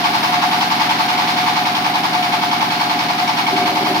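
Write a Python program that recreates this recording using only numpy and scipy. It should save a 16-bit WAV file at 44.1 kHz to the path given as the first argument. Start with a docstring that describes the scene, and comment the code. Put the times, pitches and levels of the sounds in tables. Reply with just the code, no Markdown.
"""A bare concrete workshop, heard on a stereo pair: a slow single-cylinder diesel drives a rice mill
by belt. Every engine cycle brings a chug of exhaust thumps and their returns from the walls, a knock
ringing in the block and valve gear, and a swell of clatter; now and then loose metal clanks.
The mill drones, its rotor whines and rubbed grain hisses through it.
Near the end, rice starts to drum into an empty plastic bucket."""
import sys
import numpy as np
from scipy import signal
from scipy.fft import rfft, irfft
from scipy.io import wavfile

SR = 44100
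rng = np.random.default_rng(int(sys.argv[2]) if len(sys.argv) > 2 else 0)


def transcribe(signal):
    """Save signal, clipped to [-1, 1], as a 16-bit WAV file at the path in sys.argv[1]."""
    frames = np.atleast_2d(signal).T
    limited = np.clip(frames, -1, 1)
    pcm = np.round(limited * 32767).astype(np.int16)
    wavfile.write(sys.argv[1], SR, pcm)


N = 176400

# Engine speed. Each row: time in seconds, firings per second.
FIRING_RATE = [(0.0, 10.54), (0.6, 10.562), (0.9, 10.501), (1.35, 10.535), (1.75, 10.493), (2.25, 10.445),
               (2.55, 10.503), (2.95, 10.465), (3.25, 10.502), (3.6, 10.436), (4.0, 10.483)]
# The exhaust's tone. Each row: multiple of the firing rate, relative level in dB.
EXHAUST_HARMONICS = [(5, -72), (7, -75), (8, -54.5), (10, -65), (11, -51.5), (12, -43), (13, -41.5),
                     (14, -77), (15, -42.5), (16, -38.5), (17, -43.5), (18, -37), (19, -40.5), (20, -47.5),
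                     (22, -34.5), (23, -39), (24, -46.5), (25, -55), (26, -40.5), (27, -37.5), (28, -37.5),
                     (29, -39.5), (30, -35.5), (32, -62), (33, -45), (35, -44.5), (36, -44.5), (37, -42),
                     (38, -48.5)]
# The thump and its returns from the walls.
# Each row: place in the cycle from 0 to 1, centre in Hz, width in Hz, weight in dB.
EXHAUST_THUMPS = [(0.814, 190, 42, 6.0), (0.102, 214, 51, 1.6), (0.21, 350, 10, 4.1),
                  (0.286, 162, 32, -7.6), (0.473, 318, 21, -0.4), (0.526, 200, 38, 2.8)]
# Colour of the engine's rattle. Each row: frequency in Hz, relative density in dB.
CLATTER_SPECTRUM = [(300, -26), (550, -11), (680, -8.5), (800, -6), (900, 0), (1150, 2.5), (1400, 0.5),
                    (1950, -2.5), (2230, 1), (2600, -3.5), (3700, -3.5), (4350, -4.5), (5300, -8.5),
                    (6300, -17), (8000, -27), (16000, -27)]
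# The clatter's swell over one cycle. Each row: place from 0 to 1, gain in dB.
CLATTER_SWELL = [(.05, -1), (.2, -1.5), (.37, -3.5), (.43, 0), (.62, 2), (.74, 0.95), (.87, 0.5)]
# The dense rattle before its swell. Each row: time in seconds, level in dB.
RATTLE_LEVEL = [(0, -19.5), (1.3, -19.3), (1.9, -21), (3, -21), (4, -21.5)]
# Sharp ticks in the clatter. Each row: frequency in Hz, relative density in dB.
TICK_SPECTRUM = [(1000, -14.5), (2500, -8), (4300, -1.5), (5400, -5.5), (6500, -16.5), (8000, -24),
                 (16000, -36)]
# Ringing metal parts. Each row: frequency in Hz, width in Hz, relative level in dB.
METAL_MODES = [(1610, 33, 0), (1786, 24, -11), (2228, 44, 4.5), (2480, 43, -12), (4330, 57, 0.5)]
# The rotor's whine. Each row: time in seconds, pitch in Hz, relative level in dB.
ROTOR_TONE = [(0.0, 715.2, -26), (0.2, 718.2, -33.5), (0.33, 721, -24), (0.53, 725, -29.5),
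              (2.16, 726, -30.5), (2.19, 730.6, -20.5), (2.25, 717.6, -28), (3.12, 718.5, -32),
              (3.25, 722, -26), (3.41, 718, -33.5), (3.55, 718, -26), (4.0, 723, -29)]
# The mill's running noise in the room. Each row: frequency in Hz, relative density in dB.
DRONE_SPECTRUM = [(25, -50), (60, -33), (100, -11), (140, -10.5), (280, -3), (335, -6), (385, -10),
                  (450, -7), (600, -5.5), (680, 5), (750, 10), (815, 7.5), (880, 3), (1000, -0.5),
                  (1300, -10.5), (3000, -8.5), (7000, -32.5), (16000, -46)]
# Colour of the grain's hiss. Each row: frequency in Hz, relative density in dB.
GRAIN_SPECTRUM = [(2000, -0.5), (4500, -2), (6500, -8), (8200, -7), (9500, -1), (11000, 3.5), (12300, 1.5),
                  (14000, 0), (16000, -3.5)]
# The hiss before its swell and flicker. Each row: time in seconds, level in dB.
GRAIN_LEVEL = [(0, -39.5), (.24, -35.5), (.35, -37.5), (1.45, -39), (2, -38), (3.2, -39.5), (4, -38.5)]
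# Valve gear ringing around each knock. Each row: delay in seconds, frequency in Hz,
# decay in seconds, level in dB, lead at the left microphone in ms.
VALVE_RINGS = [(-.024, 2230, 0.0079, -22.5, 0), (-.023, 2480, 0.013, -26, .2),
               (-.023, 3170, 0.0072, -19, .15), (-.022, 4373, .02, -31, 0),
               (-.022, 5600, 0.012, -31, 0.037), (-.008, 2370, 0.0042, -35, 0.18),
               (-.008, 4896, .011, -28, .02), (-.006, 4290, 0.0074, -31, 0.014),
               (-.005, 2423, 0.011, -25, 0.14)]
# Combustion knocks. Each row: time in seconds, gain in dB.
FIRINGS = [(0.0611, 1.5), (0.1561, 1.2), (0.251, 1.0), (0.3457, 0.9), (0.4409, 1.7), (0.5354, 0.9),
           (0.6303, 0.5), (0.725, 0.9), (0.8196, 1.9), (0.9147, 1.0), (1.01, 0.5), (1.1056, -0.6),
           (1.2005, 0.6), (1.2957, -2.2), (1.3903, -1.0), (1.4855, 1.9), (1.5802, -0.9), (1.6755, -0.6),
           (1.771, -1.4), (1.8666, 1.5), (1.962, 0.5), (2.0573, -1.2), (2.1527, -0.4), (2.2485, -2.8),
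           (2.3442, -0.7), (2.4401, -0.8), (2.5352, 1.7), (2.6306, 0.8), (2.7255, -2.4), (2.8208, 0.8),
           (2.9164, -0.4), (3.0122, -2.2), (3.1076, -1.6), (3.203, -0.7), (3.2982, 0.8), (3.3936, 0.5),
           (3.4889, 1.1), (3.5846, -3.2), (3.6807, -1.0), (3.7764, -0.8), (3.8717, 0.4), (3.9672, 0)]
# The block's pings in each knock. Each row: delay in seconds, frequency in Hz, half-width in seconds,
# relative level in dB, left minus right in dB, lead at the left microphone in ms.
BLOCK_PINGS = [(-.018, 926, 0.0047, -22.5, 1, -0.0018), (-.006, 813, 0.0095, -24, -2, -.14),
               (-.006, 1054, 0.018, -24, -1, 0.54), (-.004, 977, .013, -25, -10, -.16),
               (-.004, 1120, 0.0033, -17.5, 4, 0.3), (0, 878.4, 0.0088, -16.5, 2.5, 0.079),
               (.008, 1156, 0.0071, -27.5, -6.5, -0.28), (0.023, 853.5, 0.017, -26.5, -10.5, -0.44),
               (0.032, 813, 0.007, -30, 6, -.02), (0.045, 990, 0.013, -26, 1, .38),
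               (0.051, 852, 0.0043, -22.5, 0, -0.22)]
# Harder strikes of loose metal. Each row: start in seconds, level in dB.
CLANK_STRIKES = [(.714, -22), (1.666, -25), (2.333, -27), (3.671, -20)]
# The bucket's resonances. Each row: frequency in Hz, width in Hz, gain in dB.
BUCKET_MODES = [(320, 30, -12), (380, 65, -7), (567, 86, -8.5)]
# How alike the room sounds at the two microphones. Each row: frequency in Hz, likeness from -1 to 1.
ROOM_LIKENESS = [(60, 0.94), (270, 1), (450, 0.6), (740, 0.68), (880, 0.45), (1080, 0.056), (1300, -0.35),
                 (2000, 0.18), (3300, -0.12), (5500, 0.12), (9000, -0.053), (15000, -0.048)]
# Balance of the microphones. Each row: frequency in Hz, left minus right in dB.
MIC_BALANCE = [(100, 0), (160, 2.5), (270, -2), (500, 2), (950, 0.9), (1900, -0.1), (3800, -1.2),
               (7500, 1.5), (15000, 1.5)]


def amp(db):
    """Decibels to gain."""
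    return 10 ** (np.asarray(db) / 20)


def unit_rms(x):
    """Scales to rms 1."""
    return x / np.sqrt(np.mean(abs(x) ** 2) + 1e-20)


def over_frequency(points, hz):
    """Reads a table on a log-frequency axis."""
    f, value = np.transpose(points)
    return np.interp(np.log(hz + 1), np.log(f + 1), value)


def over_time(points):
    """Reads a table over time, at every sample."""
    return np.interp(np.arange(N) / SR, *np.transpose(points))


def wander(rate_hz):
    """Smooth random drift of rms 1."""
    hz = np.fft.rfftfreq(N, 1 / SR)
    return unit_rms(irfft(rfft(rng.standard_normal(N)) * np.exp(-.5 * (hz / rate_hz) ** 2), N))


def in_room(pair, spectrum=None, direct=0):
    """Blends two unrelated signals as the room does; any direct noise reaches the left mic first."""
    size, left_lead_s = pair.shape[1], .00016
    hz = np.fft.rfftfreq(size, 1 / SR)
    likeness = np.clip(over_frequency(ROOM_LIKENESS, hz), -.99, .99)
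    mid, side = rfft(pair) * np.sqrt([1 + likeness, 1 - likeness])
    direct_left = direct * rfft(rng.standard_normal(size))
    direct_right = direct_left * np.exp(-2j * np.pi * hz * left_lead_s)
    mics = np.array([mid + side + direct_left, mid - side + direct_right])
    colour = 1 if spectrum is None else amp(over_frequency(spectrum, hz))
    return unit_rms(irfft(mics * colour, size))


def ring(drive, modes):
    """Passes a drive through the resonances of a body."""
    return sum(amp(db) * signal.lfilter(*signal.iirpeak(hz, hz / width, SR), drive)
               for hz, width, db in modes)


def impacts(per_s, spread_db):
    """Random small impacts of uneven size."""
    size = amp(spread_db * np.minimum(rng.exponential(1, (2, N)), 4))
    return size * rng.choice([-1, 1], (2, N)) * (rng.random((2, N)) < per_s / SR)


def exhaust(cycles):
    """Harmonics of the firing rate, phased to bunch into each cycle's thumps, near the centre."""
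    gain_db, side_db, waver = -2.5, -18, .19
    mid, side = np.zeros(N), np.zeros(N)
    for order, db in EXHAUST_HARMONICS:
        hz = order * cycles[-1] * SR / N
        arrival = sum(amp(weight) * np.exp(-.5 * ((hz - centre) / width) ** 2 - 2j * np.pi * order * at)
                      for at, centre, width, weight in EXHAUST_THUMPS)
        phase = 2 * np.pi * order * cycles + np.angle(arrival)
        drift = np.interp(cycles, np.arange(50), rng.standard_normal(50))  # a new strength each cycle
        mid += amp(db) * (1 + waver * drift) * np.cos(phase)
        side += amp(db) * np.cos(phase + 2 * np.pi * rng.random())
    return np.sqrt(2) * amp(gain_db) * (mid + amp(side_db) * np.array([side, -side]))


def engine_clatter(swell_db):
    """Valve gear and loose metal rattle, tick and ring, swelling once a cycle."""
    ticks_db, metal_db, rattle_flicker_db, metal_flicker_db = -34, -33.5, .4, 4
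    rattle = in_room(rng.standard_normal((2, N)), CLATTER_SPECTRUM, direct=.53)
    rattle *= amp(over_time(RATTLE_LEVEL) + rattle_flicker_db * wander(rate_hz=13))
    ticks = in_room(impacts(per_s=600, spread_db=4.5), TICK_SPECTRUM)
    metal = sum(ring(rng.standard_normal((2, N)), [mode]) * amp(metal_flicker_db * wander(rate_hz=6.7))
                for mode in METAL_MODES)
    return (rattle + amp(ticks_db) * ticks + amp(metal_db) * unit_rms(metal)) * amp(swell_db)


def rotor_whine(cycles):
    """The mill rotor's tone wavers, and throbs with its shaft and with the engine."""
    gain_db, shaft_hz, throb_place = 4.5, 23.5, .99
    track = np.array(ROTOR_TONE)
    pitch_hz, level_db = over_time(track[:, [0, 1]]), over_time(track[:, [0, 2]])
    tone = np.exp(2j * np.pi * np.cumsum(pitch_hz) / SR)
    engine_throb = 1 + .17 * np.cos(2 * np.pi * (cycles - throb_place))
    shaft_throb = 1 + .24 * np.cos(2 * np.pi * shaft_hz * np.arange(N) / SR)
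    # Both strength and phase waver.
    wavers = [.27 * (wander(rate_hz=12) + 1j * wander(rate_hz=12)) for _ in range(2)]
    mid, side = 1 + wavers[0], .15 * wavers[1]
    mics = (np.array([mid + side, mid - side]) * tone).real
    return amp(gain_db + level_db) * unit_rms(mics * engine_throb * shaft_throb)


def mill_drone(level_db=-25.5):
    """The mill's steady running noise fills the room."""
    return amp(level_db) * in_room(rng.standard_normal((2, N)), DRONE_SPECTRUM)


def grain_hiss(swell_db, flicker_db=1.34):
    """Grain rubbed in the mill hisses, partly following the engine's swell."""
    level_db = over_time(GRAIN_LEVEL) + .42 * swell_db + flicker_db * wander(rate_hz=23)
    return amp(level_db) * in_room(rng.standard_normal((2, N)), GRAIN_SPECTRUM)


def valve_gear():
    """Valve gear is struck just ahead of each knock, and rings on."""
    rise_s, detune, scatter_db = .0024, .0039, 3.5
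    out, t = np.zeros((2, N)), np.arange(SR // 10) / SR
    attack = np.minimum(t / rise_s, 1)
    for start, _ in FIRINGS:
        for delay, hz, decay, db, lead_ms in VALVE_RINGS:
            size, mistune, phase = rng.standard_normal(3)
            mic_time = t + np.array([[0], [-lead_ms / 1000]])
            tone = np.cos(2 * np.pi * (hz * (1 + detune * mistune) * mic_time + phase))
            add(out, start + delay, amp(db + scatter_db * size) * attack * np.exp(-t / decay) * tone)
    return out


def combustion_knocks():
    """Each firing sets off nearly the same run of pings in the engine block."""
    scatter_db, scatter_rad = 1.2, .3
    out, t = np.zeros((2, N)), np.arange(-SR // 20, SR // 10) / SR
    delay, hz, half_width, ping_db, pan_db, lead_ms = np.transpose(BLOCK_PINGS)[:, :, None]
    mic = np.array([.5, -.5])[:, None, None]  # left, right
    for start, db in FIRINGS:
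        turn, size = rng.standard_normal((2, len(BLOCK_PINGS), 1))
        gain = amp(db + ping_db + mic * pan_db + scatter_db * size)
        envelope = np.exp(-.5 * ((t - delay) / half_width) ** 2)
        phase = 2 * np.pi * hz * (t - delay + mic * lead_ms / 1000) + scatter_rad * turn
        add(out, start + t[0], (gain * envelope * np.cos(phase)).sum(1))
    return out


def loose_clanks(decay_s=.0046):
    """Now and then a loose part strikes harder: a short burst in the clatter's colour."""
    out, t = np.zeros((2, N)), np.arange(SR // 20) / SR
    for start, db in CLANK_STRIKES:
        burst = in_room(rng.standard_normal((2, len(t))), CLATTER_SPECTRUM)
        add(out, start, amp(db) * np.exp(-t / decay_s) * burst)
    return out


def rice_into_bucket(cycles, chug):
    """Rice drums on the bottom of the bucket, which then also booms with the engine's chug."""
    start_s, rise_s = 3.51, .025
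    drum_db, boom_gain_db, surge_db, surge_place = -30, 11.5, 2, .17
    flow = np.clip((np.arange(N) / SR - start_s) / rise_s, 0, 1)
    surge = np.cos(2 * np.pi * (cycles - surge_place))
    soften = signal.butter(2, [220, 700], "bandpass", fs=SR, output="sos")
    grains = signal.sosfilt(soften, impacts(per_s=2500, spread_db=2.5))
    drumming = amp(drum_db + surge_db * surge) * in_room(ring(grains, BUCKET_MODES))
    boom = amp(boom_gain_db) * ring(chug, BUCKET_MODES)
    return flow * (drumming + boom)


def add(mix, start_s, sound):
    """Mixes a sound in at a time."""
    part = mix[:, max(round(start_s * SR), 0):][:, :sound.shape[1]]
    part += sound[:, :part.shape[1]]


def scene():
    """Engine, mill and bucket as they reach the microphones, pulsing with the engine's cycle."""
    cycles = np.cumsum(over_time(FIRING_RATE)) / SR
    swell_db = np.interp(cycles, *np.transpose(CLATTER_SWELL), period=1)
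    chug = exhaust(cycles)
    engine = chug + combustion_knocks() + valve_gear() + loose_clanks() + engine_clatter(swell_db)
    mill = rotor_whine(cycles) + mill_drone() + grain_hiss(swell_db)
    return engine + mill + rice_into_bucket(cycles, chug)


def record(dry):
    """A slightly unequal pair of microphones, with the highest treble cut off."""
    cutoff_hz = 15850
    tilt_db = over_frequency(MIC_BALANCE, np.fft.rfftfreq(N, 1 / SR)) / 2
    heard = irfft(rfft(dry) * amp([tilt_db, -tilt_db]), N)
    lowpass = signal.firwin(1023, cutoff_hz, window=("kaiser", 9), fs=SR)
    return signal.oaconvolve(heard, lowpass[None], "same")


dry = scene()
out = record(dry)
transcribe(out)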